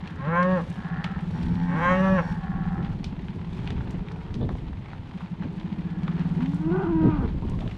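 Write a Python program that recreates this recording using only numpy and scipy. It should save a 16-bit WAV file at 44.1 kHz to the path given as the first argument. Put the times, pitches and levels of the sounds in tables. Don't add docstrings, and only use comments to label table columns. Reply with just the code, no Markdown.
import sys
import numpy as np
from scipy import signal
from scipy.fft import rfft, irfft, next_fast_len
from scipy.io import wavfile
from scipy.ndimage import uniform_filter1d, map_coordinates

SR = 44100
rng = np.random.default_rng(int(sys.argv[2]) if len(sys.argv) > 2 else 0)


def digitize_waveform(pressure):
    field = np.atleast_2d(pressure).T
    bounded = np.clip(field, -1, 1)
    quanta = np.round(bounded * 32767).astype(np.int16)
    wavfile.write(sys.argv[1], SR, quanta)


N = 342818

# (start [s], end [s], full pitch [Hz], taut chest level [dB], brightness [dB],
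# leaking air [share], gape after start [s], gape width [s], held opening [0-1], closing push [0-1],
# level loss per unit of slack [dB])
MOOS = [(0.155, 0.628, 187.2, -21.5, -3.5, 0.6, 0.23, 0.062, 0.69, 0.11, 50),
        (1.655, 2.237, 190.7, -22, 2, 0.77, 0.23, 0.071, 0.66, 0.23, 44.5)]
# (centre [Hz], width [Hz], level [dB])
COW_THROAT = [(180, 172, 1), (534, 75, 12.5), (832, 130, 0.5), (1088, 245, 0), (1372, 140, -6.5),
              (1680, 170, 1), (1852, 100, -2.5), (2120, 85, -11.5), (2490, 260, -13.5), (2820, 290, -14),
              (3570, 540, -26.5), (4600, 500, -39), (5950, 900, -36.5), (8000, 1500, -49)]
GAPING_THROAT = [(180, 127, 9.5), (568, 120, 4), (818, 110, -3.5), (1064, 76, 8.5), (1350, 360, -4.5),
                 (1583, 79, 4), (1845, 210, 1.5), (2205, 260, -4.5), (2640, 230, -13), (3150, 270, -16),
                 (3900, 340, -28), (6040, 1000, -38.5), (7500, 1700, -37)]
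# (start [s], end [s], swell [s], lower throat level [dB], upper throat level [dB],
# flap rate [1/s], flap rate unevenness [dB], air against flaps [ratio])
RASPS = [(0, 0.335, 0.058, -62, -51.5, 80, 0.5, 0.51), (0.682, 1.29, 0.25, -46.5, -43, 86, 1.6, 0.6),
         (2.31, 2.986, 0.15, -43.5, -48, 85, 1.1, 0.54), (5.754, 6.43, 0.18, -59, -56, 210, 3.5, 2.9)]
# (centre [Hz], width [Hz], level [dB])
RASP_THROAT = [(766, 87, -3), (1091, 93, 1), (1390, 260, 0.5), (1680, 170, 6), (1900, 270, -6),
               (2390, 550, -28.5)]
WIDE_RASP_THROAT = [(781, 74, -0.5), (1020, 140, -7), (1330, 180, 6), (1745, 440, 2.5), (2390, 550, -28)]
# (time [s], pitch [Hz], chest level [dB], mouth opening [0-1], roughness [0-1])
LOW_HUM = [(1.33, 79.55, -33.5, 0.57, 0.51), (1.43, 80.9, -31, 0.2, 0.26), (1.55, 86.5, -27, 0.21, 0.02),
           (1.68, 87.06, -28, 0.39, 0.22), (1.85, 86.15, -27.5, 0.47, 0.046), (2.15, 86.3, -48, 1, 0.2),
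           (2.3, 80.9, -42, 0.85, 0.26), (2.39, 78.2, -52, 1, 0.47)]
HIGH_MOO = [(6.36, 221, -35, 0.1, 0.38), (6.43, 250.4, -26.5, 0.05, 0.22), (6.52, 284, -32, 0.12, 0.3),
            (6.58, 298, -42, 0.48, 0.5), (6.68, 328.6, -24, 0.2, 0.21), (6.745, 361, -26.5, 0.52, 0.8),
            (6.82, 379, -30, 0.66, 1), (6.87, 360, -27, 0.47, 0.75), (6.92, 324, -23.5, 0.3, 0.4),
            (7.02, 319, -22, 0.3, 0.2), (7.11, 315, -29.5, 0.61, 0.3), (7.19, 280, -30, 0.46, 0.75),
            (7.24, 238, -28.5, 0.45, 1), (7.28, 204, -31, 0.36, 1)]
FAR_GROAN = [(5.35, 79.6, -49, 0.08, 0.34), (5.7, 79.94, -43.5, 0.1, 0.4), (6.05, 77, -46, 0.38, 0.6),
             (6.25, 85.4, -37, 0.34, 0.49), (6.44, 98.4, -40, 0.44, 0.25)]
DISTANT_MOO = [(2.9, 385, -50.5, 0.2, 0.6), (3.35, 365.3, -52, 0.25, 0.61), (3.8, 409, -48, 0.55, 0.6),
               (4.35, 464.4, -51.5, 0.75, 0.96)]
# (centre [Hz], width [Hz], level [dB])
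HUM_THROAT = [(179, 85, 0), (249.4, 40, -9), (858, 180, -8.5), (1050, 580, -22), (1577, 330, -16),
              (1847, 150, -17), (2280, 87, -24.5)]
HIGH_THROAT = [(298, 200, -12.5), (747, 200, -5.5), (963, 160, -6.5), (1200, 160, -11), (1463, 260, -10.5),
               (1980, 240, -30), (2560, 780, -31)]
# (time [s], tick peak [dB], band centre [Hz], t60 [s])
HOOVES = [(0.075, -33, 2970, 0.013), (0.429, -33, 3370, 0.02), (0.522, -39, 3100, 0.013),
          (0.7, -45, 8000, 0.025), (1.042, -22, 2800, 0.016), (1.045, -28, 1100, 0.025),
          (1.43, -36, 3100, 0.025), (1.555, -38.5, 2520, 0.015), (2.846, -34.5, 2300, 0.033),
          (3.043, -27.5, 3900, 0.0087), (3.284, -32.5, 2140, 0.013), (3.53, -42, 3540, 0.03),
          (3.675, -27, 2670, 0.0085), (3.705, -27.5, 2880, 0.011), (3.808, -32, 1380, 0.016),
          (3.908, -42, 7040, 0.0083), (3.991, -37, 942, 0.025), (4.085, -35, 2382, 0.014),
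          (4.114, -31, 1150, 0.024), (4.118, -41.5, 4500, 0.02), (4.342, -34.5, 4000, 0.015),
          (4.352, -39.5, 3560, 0.012), (4.411, -27.5, 566, 0.041), (4.428, -26, 510, 0.08),
          (4.491, -26, 1040, 0.011), (4.551, -34, 587, 0.03), (4.731, -37, 1550, 0.014),
          (4.859, -36.5, 1850, 0.012), (4.933, -28.5, 1430, 0.0093), (5.176, -39, 2600, 0.0091),
          (5.206, -35.5, 1200, 0.023), (5.423, -34, 1710, 0.019), (5.599, -41, 3300, 0.025),
          (6.033, -37.5, 3360, 0.018), (6.079, -27.5, 1560, 0.023), (6.407, -31.5, 1800, 0.01),
          (6.460, -31, 2700, 0.022), (6.545, -48, 7850, 0.018), (7.278, -35, 2330, 0.0098),
          (7.487, -44, 1500, 0.015), (7.497, -46, 7000, 0.023), (7.589, -36, 1910, 0.014),
          (7.606, -36, 3000, 0.028), (7.616, -30, 750, 0.064), (7.625, -51, 2580, 0.02),
          (7.657, -30, 554, 0.05), (7.677, -33, 2850, 0.011), (7.711, -35.5, 2340, 0.025)]
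# (centre [Hz], width [Hz], level [dB])
HOOF_RING = [(800, 300, 3.5), (1010, 120, -4.5), (1500, 150, -5.5), (1750, 120, -6), (3480, 1000, -8)]
# (time [s], half length [s], mean pitch [Hz], level [dB])
SQUEAKS = [(7.38, 0.011, 1010, -53), (7.433, 0.011, 972, -41), (7.505, 0.016, 967, -45),
           (7.542, 0.014, 977, -41.5), (7.61, 0.013, 674, -42), (7.664, 0.0057, 577, -35.5)]
# (time [s], beat rate [1/s])
THROB_RATES = [
    [(0.04, 12.45), (0.6, 11.42), (1.25, 18.17), (2.05, 15.29), (2.75, 17.95), (3.7, 16.41), (4.3, 17.39)],
    [(5.158, 11.94), (5.45, 11.54), (6.15, 18.37), (6.5, 17.25), (7.77, 16.63)],
]
# (time [s], level [dB])
THROB_LEVEL = [(0.04, -30), (0.6, -24), (1.25, -23), (2.05, -22.5), (2.7, -21.5), (3.0, -28.5),
               (3.7, -28.5), (4.3, -29.5), (5.15, -25.5), (5.6, -24), (6.15, -19), (7.0, -20.5),
               (7.77, -31)]
# (frequency [Hz], gain [dB])
THROB_TONE = [(60, -23.5), (125, -4.5), (160, 0), (190, -2), (230, 13.5), (300, -22.5), (450, -40),
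              (900, -76)]
# (time [s], half length [s], level [dB])
GUSTS = [(0.95, 0.48, -41), (1.47, 0.14, -32), (2.0, 0.3, -34), (2.85, 0.39, -32.5), (3.78, 0.21, -32),
         (4.52, 0.19, -28.5), (6.55, 0.48, -36.5), (7.35, 0.3, -27)]
# (frequency [Hz], gain [dB])
WIND_TONE = [(10, -26), (22, -1), (40, 1), (90, 3), (140, 1), (250, -6.5), (400, -21.5), (700, -32),
             (1500, -75.5)]
# (time [s], half length [s], relative level [dB])
BUFFETS = [(2.805, 0.033, -30.5), (3.132, 0.013, -30.5), (3.367, 0.018, -33), (3.721, 0.016, -28.5),
           (3.859, 0.02, -35), (3.952, 0.012, -28.5), (4.364, 0.014, -31.5), (4.437, 0.05, -26.5),
           (4.51, 0.019, -31), (4.639, 0.0074, -39), (4.699, 0.0096, -37), (5.46, 0.013, -28.5),
           (5.54, 0.024, -36.5), (7.068, 0.033, -15.5), (7.35, 0.01, -28.5), (7.441, 0.023, -28),
           (7.518, 0.04, -31), (7.659, 0.028, -30.5)]
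# (frequency [Hz], gain [dB])
BUFFET_TONE = [(40, -9), (120, 10.5), (220, 7.5), (340, -1), (520, -11.5), (750, -25.5), (1200, -32.5),
               (3000, -77)]
# (time [s], relative level [dB])
SHUFFLE = [(0, -51), (1.4, -49), (2.95, -52), (3.9, -51.5), (4.7, -53.5), (5.6, -52.5), (6.2, -50),
           (7.77, -53)]
# (frequency [Hz], gain [dB])
SHUFFLE_TONE = [(150, -14.5), (250, 5), (370, 3.5), (500, -2.5), (630, -5.5), (880, 0), (1250, -9.5),
                (2000, -11), (3200, -16), (4200, -22.5), (5200, -32), (7000, -42.5), (10000, -63)]
# (time [s], half length [s], level [dB])
SWISHES = [(0.65, 0.14, -60), (1.45, 0.16, -62), (2.0, 0.25, -58.5), (2.95, 0.098, -69), (3.58, 0.11, -64),
           (6.5, 0.29, -65), (7.63, 0.14, -64)]
# (frequency [Hz], gain [dB])
BRACKEN_TONE = [(1500, -18), (3200, 8), (5000, 0), (7000, -5.5), (10000, -12), (13000, -22.5),
                (15000, -37.5)]

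SCOOP_DEPTH, SCOOP_S = 0.19, 0.13
CLIMB_DEPTH, CLIMB_S = 0.135, 0.38
SAG_DEPTH, SAG_S = 0.22, 0.052
SLACK_ROUGH, TAUT_ROUGH, GAPE_ROUGH = 2.0, 0.07, 0.1
GAPE_OPEN, MOO_ATTACK_S = 0.89, 0.071
PUSH_BEFORE_END_S, PUSH_WIDTH_S = 0.045, 0.017
STRAIN_EDGE_DB = 17.5
SHUT_DB, WIDE_DB = -27.5, 5.5
ZIP_SPREAD_RAD, FLUTTER_PER_S = 0.1, 26.1
GLIDE_S = 0.06
HIGH_JITTER, HIGH_AIR, HIGH_FLUTTER_DB = 0.06, 2.3, 3.5
WIDEN_AT, WIDEN_OVER = 0.56, 0.14
FLAP_SPREAD_DB, RASP_WANDER, RASP_RELEASE_S = 2, 0.012, 0.21
CONTACT_DB = 11
RUSTLE_DB, BREEZE_DB = -68.5, -39.5
LUMPS_PER_S, LUMP_DB = 24, 2
CUTOFF_HZ = 14800

T = np.arange(N) / SR
PAD = next_fast_len(N + SR // 2, True) // 2 * 2
HZ = np.maximum(np.fft.rfftfreq(PAD, 1 / SR), 1)


def moo(start_s, end_s, full_hz, db, bright_db, air, gape_at_s, gape_s, held, push, slack_loss_db):
    at, fade = span(start_s, end_s, MOO_ATTACK_S)
    since_s, left_s = T[at] - start_s, end_s - T[at]
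    scoop = SCOOP_DEPTH * np.exp(-(since_s / SCOOP_S) ** 2.55)
    climb = CLIMB_DEPTH * np.maximum(1 - since_s / CLIMB_S, 0)
    tightening = scoop + climb
    sag = SAG_DEPTH * np.exp(-(left_s / SAG_S) ** 2)
    slack = tightening + sag
    gape = np.exp(-np.abs((since_s - gape_at_s) / gape_s) ** 3)
    pushing = push * np.exp(-((left_s - PUSH_BEFORE_END_S) / PUSH_WIDTH_S) ** 2)
    opening = held + (GAPE_OPEN - held) * gape + pushing
    jaw = np.clip(gape + 2.8 * pushing + 3.0 * tightening, 0, 1)
    rough = TAUT_ROUGH + SLACK_ROUGH * (tightening + 0.42 * sag) + GAPE_ROUGH * gape
    out = np.zeros(N)
    out[at] = fade * voice(
        full_hz * (1 - slack), db - slack_loss_db * slack, opening, rough,
        [(COW_THROAT, 1 - jaw), (GAPING_THROAT, jaw)], jitter=0.028, air=air, doubling=0.056,
        edge_db=bright_db - 12 + STRAIN_EDGE_DB * tightening, flutter_db=2.0, top_db=bright_db)
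    return out


def voice(pitch_hz, chest_db, opening, rough, shapes, jitter, air, doubling, edge_db, flutter_db, top_db):
    size, rough = len(pitch_hz), np.clip(rough, 0, 1)
    jittered_hz = pitch_hz * (1 + jitter * rough * drift(140, size))
    phase = 2 * np.pi * np.cumsum(jittered_hz) / SR
    pulses = np.zeros(size)
    for k in range(1, int(CUTOFF_HZ / 2 / pitch_hz.max())):
        flutter = from_db(flutter_db * drift(FLUTTER_PER_S, size))
        pulses += flutter * np.cos(k * phase - ZIP_SPREAD_RAD * k ** 2)
    pulses = rms_one(pulses)
    shimmer = from_db(1.0 * rough * drift(110, size)) * (1 + doubling * rough * np.cos(phase / 2))
    breath = band(rng.standard_normal(size) * (1 + .5 * np.cos(phase)), 560, "high", order=5)
    leak = air * (rough + 0.031) * breath
    leak += 0.28 * band(breath, 2200, "high")
    source = pulses * shimmer + leak
    sound = sum(share * throat(source, resonances) for resonances, share in shapes)
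    chest, rest = split(sound, 415)
    mouth, rest = split(rest, 1577)
    edge, top = split(rest, 4500)
    mouth_db = chest_db + SHUT_DB + (WIDE_DB - SHUT_DB) * opening
    upper = at_level(edge + from_db(top_db) * top, mouth_db + edge_db)
    return at_level(chest, chest_db) + at_level(mouth, mouth_db) + upper


def rasp(start_s, end_s, swell_s, low_db, high_db, flaps_per_s, uneven_db, air):
    at, fade = span(start_s, end_s, swell_s, RASP_RELEASE_S)
    size = len(at)
    cycles = np.cumsum(flaps_per_s * from_db(uneven_db * drift(90, size))) / SR
    strength_db = FLAP_SPREAD_DB * np.clip(rng.standard_normal(size), -2, 2)
    flaps = np.diff(np.floor(cycles), prepend=0) * from_db(strength_db)
    flow = rms_one(flaps) + air * rng.standard_normal(size)
    wide = .5 + .5 * np.tanh((np.linspace(0, 1, size) - WIDEN_AT) / WIDEN_OVER)
    sound = (1 - wide) * throat(flow, RASP_THROAT) + wide * throat(flow, WIDE_RASP_THROAT)
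    position = np.cumsum(1 + RASP_WANDER * drift(9, size))
    low, high = split(map_coordinates(sound, [position], mode="reflect"), 980)
    out = np.zeros(N)
    out[at] = fade * (at_level(low, low_db, size=3000) + at_level(high, high_db, size=3000))
    return out


def far_call(call, resonances, jitter, air, doubling, edge_db, flutter_db):
    at, fade = span(call[0][0], call[-1][0])
    pitch_hz, chest_db, opening, rough = in_time(call, T[at])
    pitch_hz = uniform_filter1d(pitch_hz, int(GLIDE_S * SR), mode="nearest")
    out = np.zeros(N)
    out[at] = fade * voice(pitch_hz, chest_db, opening, rough, [(resonances, 1)],
                           jitter, air, doubling, edge_db, flutter_db, top_db=3)
    return out


def hooves(spread, scuff_db, scuff_s, clop_db):
    out, t = np.zeros(N + SR), T[:SR // 5]
    for (s, db, hz, t60_s), grit in zip(HOOVES, rng.standard_normal((len(HOOVES), len(t)))):
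        blow = grit * (from_db(-60 * t / t60_s) + from_db(scuff_db) * np.exp(-t / scuff_s))
        blow[0] += from_db(CONTACT_DB)
        tick = band(blow, [hz / (1 + spread), hz * (1 + spread)], "band", order=1)
        tick = band(tick, 0.89 * hz, "low")
        clop = throat(blow, HOOF_RING)
        hit = tick / np.abs(tick).max() + from_db(clop_db) * clop / np.abs(clop).max()
        start = int(s * SR)
        out[start:start + len(t)] += from_db(db) * hit
    return out[:N]


def squeaks(waver):
    out = np.zeros(N)
    for s, length_s, hz, db in SQUEAKS:
        phase = 2 * np.pi * np.cumsum(hz * (1 + waver * drift(300))) / SR
        out += from_db(db) * np.exp(-((T - s) / length_s) ** 2) * np.sin(phase)
    return out


def throb(run, pitch_hz, length_s, uneven_db):
    t = T[span(run[0][0], run[-1][0])[0]]
    rate_per_s, = in_time(run, t)
    level_db, = in_time(THROB_LEVEL, t)
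    beats = np.flatnonzero(np.diff(np.floor(np.cumsum(rate_per_s) / SR), prepend=-1))
    out = np.zeros(N)
    for beat, (detune, stretch, turn, strength) in zip(beats, rng.standard_normal((len(beats), 4))):
        at = np.flatnonzero(np.abs(T - t[beat]) < .05)
        age_s = T[at] - t[beat]
        swell = np.exp(-np.abs(age_s / (length_s * from_db(0.83 * stretch))) ** 3)
        swell *= from_db(level_db[beat] + uneven_db * strength)
        out[at] += swell * np.sin(2 * np.pi * (pitch_hz * (1 + 0.02 * detune) * age_s + turn))
    return colour(out, THROB_TONE)


def wind(buffet_db, depth):
    level_db = swells(GUSTS, BREEZE_DB)
    deep, rest = split(colour(rng.standard_normal(N), WIND_TONE), 61)
    deep = deep * from_db(depth * (level_db - level_db.mean()))
    rumble = at_level(rest + deep, level_db, size=8000)
    rumble *= from_db(LUMP_DB * np.clip(drift(LUMPS_PER_S), -2, 2) - 0.5)
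    hits = sum(from_db(db) * np.exp(-((T - s) / length_s) ** 2) for s, length_s, db in BUFFETS)
    eddies = np.tanh(at_level(colour(rng.standard_normal(N), BUFFET_TONE), -8, size=1300))
    return rumble + hits * from_db(buffet_db) * rms_one(eddies)


def herd(air_db, grit_db):
    level_db, = in_time(SHUFFLE)
    hush = rms_one(colour(rng.standard_normal(N), SHUFFLE_TONE))
    hush = from_db(air_db + 0.29 * drift(4.8)) * hush
    grit = from_db(grit_db) * rms_one(colour(band(grains(320, 4), 700, "high"), SHUFFLE_TONE))
    stalks = rms_one(colour(grains(500, 4.6) + 0.87 * rng.standard_normal(N), BRACKEN_TONE))
    return from_db(level_db) * (hush + grit) + from_db(swells(SWISHES, RUSTLE_DB)) * stalks


def grains(per_s, spread_db):
    born = rng.random(N) < per_s * from_db(2.5 * drift(14)) / SR
    sizes = born * from_db(spread_db * np.minimum(rng.exponential(1, N), 3.5))
    decay = np.exp(-1 / (0.0035 * SR))
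    envelope = signal.lfilter([1], [1, -decay], sizes + 1e-18)
    return rms_one(envelope * rng.standard_normal(N))


def thin_whistle(db):
    at, fade = span(1.3, 2.35)
    air = rms_one(throat(rng.standard_normal(len(at)), [(5550, 440, 0), (4480, 290, -1)]))
    out = np.zeros(N)
    out[at] = from_db(db + 3 * drift(10, len(at))) * fade * air
    return out


def hedges(x, t60_s, wet_db):
    t = T[:SR]
    tail = band(rng.standard_normal(SR), [350, 2800], "band", order=1)
    tail = tail * from_db(-60 * t / t60_s) * (1 - np.exp(-t / 0.0017))
    return from_db(wet_db) * signal.fftconvolve(x, tail / np.linalg.norm(tail))[:N]


def throat(x, resonances):
    size = 2 * next_fast_len(len(x))
    hz = np.fft.rfftfreq(size, 1 / SR)
    gain = sum(from_db(db) / (1 + (2 * (hz - centre_hz) / width_hz) ** 2) ** 1.366
               for centre_hz, width_hz, db in resonances)
    cepstrum = irfft(np.log(gain))
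    cepstrum[1:size // 2] *= 2
    cepstrum[size // 2 + 1:] = 0
    return irfft(rfft(x, size) * np.exp(rfft(cepstrum)))[:len(x)]


def colour(x, tone):
    hz, db = np.transpose(tone)
    gain = from_db(np.interp(np.log(HZ), np.log(hz), db))
    return irfft(rfft(x, PAD) * gain, PAD)[:N]


def band(x, edges_hz, kind, order=2):
    edges_hz = np.clip(edges_hz, 10, .45 * SR)
    return signal.sosfilt(signal.butter(order, edges_hz, kind, fs=SR, output="sos"), x)


def split(x, hz):
    low = signal.sosfiltfilt(signal.butter(6, hz, fs=SR, output="sos"), x)
    return low, x - low


def at_level(x, db, size=1300):
    return x * from_db(db) / np.sqrt(np.abs(uniform_filter1d(x ** 2, size)) + 1e-20)


def swells(rows, floor_db):
    power = sum((from_db(db) * np.exp(-((T - s) / length_s) ** 2 / 2)) ** 2 for s, length_s, db in rows)
    return 10 * np.log10(power + from_db(floor_db) ** 2)


def span(start_s, end_s, attack_s=0.027, release_s=0.025):
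    at = np.flatnonzero((T >= start_s) & (T <= end_s))
    fade = np.minimum((T[at] - start_s) / attack_s, (end_s - T[at]) / release_s)
    return at, np.clip(fade, 0, 1)


def in_time(rows, t=T):
    s, *columns = np.transpose(rows)
    return [np.interp(t, s, column) for column in columns]


def drift(rate_per_s, size=N):
    knots = rng.standard_normal(size // 20 + 2)
    return rms_one(np.interp(np.arange(size) * rate_per_s / SR, np.arange(len(knots)), knots))


def rms_one(x):
    return x / np.sqrt(np.mean(x ** 2) + 1e-20)


def from_db(db):
    return 10 ** (np.asarray(db) / 20)


def scene():
    cows = sum(moo(*row) for row in MOOS) + sum(rasp(*row) for row in RASPS)
    cows += far_call(LOW_HUM, HUM_THROAT, jitter=0.074, air=0.43, doubling=0.1, edge_db=-7.0, flutter_db=2.5)
    cows += far_call(FAR_GROAN, HIGH_THROAT, jitter=0.066, air=1.0, doubling=0.1, edge_db=-12, flutter_db=3)
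    cows += far_call(HIGH_MOO, HIGH_THROAT, jitter=HIGH_JITTER, air=HIGH_AIR, doubling=0.2,
                     edge_db=-14, flutter_db=HIGH_FLUTTER_DB)
    cows += far_call(DISTANT_MOO, HIGH_THROAT, jitter=0.0794, air=2.9, doubling=0.3,
                     edge_db=-18.0, flutter_db=3.5)
    near = cows + hooves(spread=0.4, scuff_db=-16.5, scuff_s=0.026, clop_db=-13.0) + squeaks(waver=0.057)
    ground = herd(air_db=2.0, grit_db=-1.0) + thin_whistle(db=-69.0)
    lows = wind(buffet_db=0.3, depth=0.74)
    lows += sum(throb(run, pitch_hz=173.45, length_s=0.014, uneven_db=1.26) for run in THROB_RATES)
    return (near + hedges(near, t60_s=0.39, wet_db=-19) + ground + lows)[None]


def record(dry):
    return signal.sosfilt(signal.cheby2(12, 60, CUTOFF_HZ + 700, fs=SR, output="sos"), dry)


dry = scene()
out = record(dry)
digitize_waveform(out)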